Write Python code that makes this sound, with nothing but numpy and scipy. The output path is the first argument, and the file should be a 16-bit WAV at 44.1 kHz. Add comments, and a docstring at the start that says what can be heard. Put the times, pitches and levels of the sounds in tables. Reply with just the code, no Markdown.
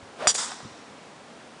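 """A golf club drives a ball off the tee: a pulse and short ball modes make the crack, and the hollow
metal head rings briefly as decaying sines over a dense noise clang.
A swish of shaped air noise with a wavering shed tone leads up to it. The trees return the strike as
filtered delays and dying noise washes. The feet press the turf in soft, low, decaying thuds,
over a faint steady outdoor hush of coloured noise."""
import sys
import numpy as np
from scipy import signal
from scipy.fft import rfft, irfft
from scipy.io import wavfile

SR = 44100
rng = np.random.default_rng(int(sys.argv[2]) if len(sys.argv) > 2 else 0)


def unload_audio(sound):
    """Save the sound as a 16-bit wav file, at the path given as the first command line argument."""
    columns = np.transpose(np.atleast_2d(sound))
    # keep every value between -1 and 1, then stretch to whole-number steps
    steps = np.round(np.clip(columns, -1, 1) * 32767)
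    wavfile.write(sys.argv[1], SR, steps.astype(np.int16))


N = 70560
TIME = np.arange(N) / SR
IMPACT_S = .2713
CUTOFF_HZ = 10100  # upper band limit of the noises and of the microphone


def from_db(db):
    """Logarithmic level: decibels to amplitude gain."""
    return 10 ** (np.asarray(db) / 20)


def rms_one(x):
    """Power normalization: scale to rms 1."""
    return x / np.sqrt(np.mean(x ** 2) + 1e-20)


def since(start_s):
    """Elapsed time: seconds since a moment, zero before it."""
    return np.maximum(TIME - start_s, 0)


def fade(age, t60):
    """Exponential damping: a fall of 60 dB in t60 seconds."""
    return np.exp(-np.log(1000) * age / t60)


def ring(age, hz, t60):
    """Modal vibration: one struck mode is a damped sine."""
    return np.sin(2 * np.pi * hz * age) * fade(age, t60)


def noise(spectrum):
    """Spectral shaping: random noise weighted by a frequency-level curve, at rms 1."""
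    hz, db = np.transpose(spectrum)
    bins = np.maximum(np.fft.rfftfreq(N, 1 / SR), 1)
    curve_db = np.interp(np.log(bins), np.log(hz), db)
    gain = from_db(curve_db) * (bins < CUTOFF_HZ)
    return rms_one(irfft(rfft(rng.standard_normal(N)) * gain, N))


def low_pass(x, hz):
    """Second-order filtering: a gentle treble cut."""
    return signal.sosfilt(signal.butter(2, min(hz, SR / 2 - 1), fs=SR, output="sos"), x)


def high_pass(x, hz):
    """Second-order filtering: a gentle bass cut."""
    return signal.sosfilt(signal.butter(2, hz, "high", fs=SR, output="sos"), x)


HUSH_DB = -47
# Colour of the outdoor hush: frequency_hz [Hz], relative_level_db [dB per Hz]
HUSH_COLOUR = [(15, -66), (25, -32), (104, -10), (233, -0.5), (314, -3.5), (348, -5.5), (494, -2.5),
               (634, -4), (737, -4.5), (795, -5), (2110, -13), (7780, -24), (10000, -28), (13000, -65),
               (22000, -120)]


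def outdoor_hush():
    """Stationary random noise: the faint outdoor background keeps one level and colour."""
    return from_db(HUSH_DB) * noise(HUSH_COLOUR)


THUD_RISE_S, THUD_T60_S = 0.0022, 0.081
# Presses of the feet on the turf: full_s [s], level_db [dB, before doubling], pitch_hz [Hz]
THUDS = [(0.027, -46, 97), (.630, -45.5, 134), (.651, -40.5, 117), (.659, -39, 227), (0.718, -51.5, 110)]


def feet():
    """Damped low resonance: each soft push of a shoe on the turf sets off one decaying mode."""
    total = 0
    for full_s, level_db, pitch_hz in THUDS:
        age = since(full_s - THUD_RISE_S)
        rise = np.minimum(age / THUD_RISE_S, 1)
        total = total + from_db(level_db) * rise * 2 * ring(age, pitch_hz, THUD_T60_S)
    return total


FLUTTER_DB, FLUTTER_HZ = 0.9, 70  # rms level wander, and its bandwidth
# Waves of scatter: delay_s [s after impact], rise_s [s], level_db [dB], t60_s [s]
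# from the far tree line, the nearer trees, and the bushes beside the tee
FAR_TREES = [(.1, 0.055, -40.5, 1.56), (.2, 0.018, -40, 0.23), (.243, 0.0024, -36, 0.042)]
NEAR_TREES = [(.100, 0.014, -25.5, 0.45)]
BUSHES = [(.068, 0.013, -23.5, 0.094)]
# Colours of the scatter, the head's resonances smeared into humps:
# frequency_hz [Hz], relative_level_db [dB per Hz]
FAR_COLOUR = [(60, -24), (400, -8), (1000, 10), (1800, 2), (2800, -5), (3700, 3), (4600, -1), (5700, 4),
              (6200, -4), (7800, -5.5), (10000, -20)]
NEAR_COLOUR = [(60, -37), (250, -17), (600, -4), (1050, 4.5), (1800, 0.5), (2800, -8), (3500, 4.5),
               (4200, -5), (4850, 5), (5300, 4), (6400, 1), (7000, 6), (8000, 4.5), (9200, -1), (10000, -7)]
BUSH_COLOUR = [(60, -33), (400, -5), (1000, -8), (1800, -8), (2800, -9), (3500, -4), (4300, -5),
               (4850, -3.5), (6000, -6), (7000, 7), (8000, -0.5), (10000, -6)]


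def trees(stands, colour):
    """Diffuse scattering: countless small reflections add in power to a clumpy, dying noise wash."""
    power = 0
    for delay_s, rise_s, level_db, t60_s in stands:
        start_s = IMPACT_S + delay_s
        rise = np.minimum(since(start_s) / rise_s, 1)
        decay = fade(since(start_s + rise_s), t60_s)
        power = power + (from_db(level_db) * rise * decay) ** 2
    flutter = rms_one(low_pass(rng.standard_normal(N), FLUTTER_HZ))
    clumps = from_db(FLUTTER_DB * flutter)
    return noise(colour) * np.sqrt(power) * clumps


ECHO_LOW_CUT_HZ = 230
# Single echoes of the strike: delay_s [s], level_db [dB], treble_cut_hz [Hz]
ECHOES = [(0.0808, -17.5, 9500), (0.2483, -17.5, 1800), (0.332, -21, 1100)]


def echoes(strike):
    """Discrete reflection: delayed copies return thin in the bass and duller with distance."""
    thin = high_pass(strike, ECHO_LOW_CUT_HZ)
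    total = 0
    for delay_s, level_db, treble_cut_hz in ECHOES:
        delayed = np.concatenate([np.zeros(int(delay_s * SR)), thin])[:N]
        total = total + from_db(level_db) * low_pass(delayed, treble_cut_hz)
    return total


# The air noise lies SWISH_RISE_DB below full at SWISH_START_S, and lower still before that
SWISH_START_S, SWISH_FULL_S, SWISH_RISE_DB = .17, 0.23, 20
SWISH_DB, SWISH_RELEASE_DB_PER_S = -35, 499
SHED_WIDTH_HZ = 72  # low-pass limit of the random modulation
# Colour of the rushing air: frequency_hz [Hz], relative_level_db [dB per Hz]
SWISH_AIR = [(60, -24), (200, -8.5), (400, -2), (1200, -2), (2000, -9.5), (3500, -13), (6000, -21.5),
             (10000, -27.5)]
# Path of the tone shed by the shaft: time_s [s], pitch_hz [Hz], level_db [dB]
SHED_TONE = [(0.189, 340, -63), (.219, 501.6, -39), (.238, 739, -33), (0.254, 599, -31),
             (0.272, 662, -29.5), (.285, 620, -71)]


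def swish():
    """Aerodynamic noise: turbulence swells with club speed and shed eddies make a breathy tone."""
    slack = np.maximum(SWISH_FULL_S - TIME, 0) / (SWISH_FULL_S - SWISH_START_S)
    release_db = SWISH_RELEASE_DB_PER_S * since(IMPACT_S)
    air_db = SWISH_DB - SWISH_RISE_DB * slack ** 2 - release_db
    air = from_db(air_db) * noise(SWISH_AIR)

    time_s, pitch_hz, level_db = np.transpose(SHED_TONE)
    phase = 2 * np.pi * np.cumsum(np.interp(TIME, time_s, pitch_hz)) / SR
    # Two slow random signals in quadrature broaden the tone into a narrow band
    eddies = low_pass(rng.standard_normal((2, N)), SHED_WIDTH_HZ)
    tone = rms_one(eddies[0] * np.cos(phase) + eddies[1] * np.sin(phase))
    tone_gain = from_db(np.interp(TIME, time_s, level_db))
    sounding = (TIME > time_s[0]) * (TIME < time_s[-1])
    return air + tone * tone_gain * sounding


HEAD_DB = 1.8  # added to every mode level
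CLANG_DB, CLANG_T60_S = -19.5, 0.54
RING_ATTACK_S, RING_HOLD_S, RING_RELEASE_DB_PER_S = 0.0011, 0.035, 604
# Clear modes of the hollow head: pitch_hz [Hz], level_db [dB, before HEAD_DB],
# t60_s [s, before the common release]
HEAD_MODES = [(3311, -33, .3), (3448, -27, .17), (4513, -32, .3), (4778, -24, .2), (4834, -28, .5),
              (4926, -31, .25), (5732, -29, .7), (5803, -27, .9), (6417, -32, .2), (6978, -20.5, .22),
              (7036, -22.5, .35), (7256, -29, .5), (7316, -31, .3), (8021, -22, .06), (8592, -33, .22),
              (8925, -31, .25)]
# Colour of the head's many weak, crowded modes: frequency_hz [Hz], relative_level_db [dB per Hz]
CLANG_COLOUR = [(50, -15), (150, -16.5), (400, -8), (1000, -1.5), (1900, -2.5), (2600, -9), (3400, 4.5),
                (4000, -3), (4750, 6), (5300, 0), (5800, 6), (6300, -2), (7100, 5), (7600, 3.5), (9000, 1),
                (10000, -0.5)]


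def club_head():
    """Modal superposition: clear modes ring over a dense clang, then a steep release ends both."""
    age = since(IMPACT_S)
    modes = 0
    for k, (pitch_hz, level_db, t60_s) in enumerate(HEAD_MODES):
        sign = (-1) ** k
        modes = modes + sign * from_db(HEAD_DB + level_db) * ring(age, pitch_hz, t60_s)
    clang = from_db(CLANG_DB) * noise(CLANG_COLOUR) * fade(age, CLANG_T60_S)
    attack = np.minimum(age / RING_ATTACK_S, 1)
    release = from_db(-RING_RELEASE_DB_PER_S * since(IMPACT_S + RING_HOLD_S))
    return (modes + clang) * attack * release


CONTACT_S, CONTACT_DB, BALL_DB = 0.00028, -2, -17
# Modes of the ball: pitch_hz [Hz], level_db [dB, relative to BALL_DB], t60_s [s]
BALL_MODES = [(710, 0.5, 0.026), (1220, 1.5, 0.018), (1510, -5, 0.0091), (1890, -3.5, 0.007),
              (2560, -3.5, .014)]


def crack():
    """Impulsive excitation: contact makes one half-sine pulse, then the ball rings as it springs away."""
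    pulse = -np.sin(np.pi * np.minimum(since(IMPACT_S) / CONTACT_S, 1))
    age = since(IMPACT_S + CONTACT_S)
    ball = sum(from_db(level_db) * ring(age, pitch_hz, t60_s) for pitch_hz, level_db, t60_s in BALL_MODES)
    return from_db(CONTACT_DB) * pulse + from_db(BALL_DB) * ball


def scene():
    """Linear superposition: hush, feet, returns, swish and strike add."""
    strike = crack() + club_head()
    scatter = trees(FAR_TREES, FAR_COLOUR) + trees(NEAR_TREES, NEAR_COLOUR) + trees(BUSHES, BUSH_COLOUR)
    returns = scatter + echoes(strike)
    return (outdoor_hush() + feet() + returns + swish() + strike)[None]


MIC_LOW_CUT_HZ = 50


def record(dry):
    """Band limiting: the microphone loses the deep bass and the top is cut steeply."""
    top_cut = signal.ellip(10, .1, 70, CUTOFF_HZ, fs=SR, output="sos")  # 0.1 dB ripple, 70 dB stop
    return signal.sosfilt(top_cut, high_pass(dry, MIC_LOW_CUT_HZ))


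dry = scene()
out = record(dry)
unload_audio(out)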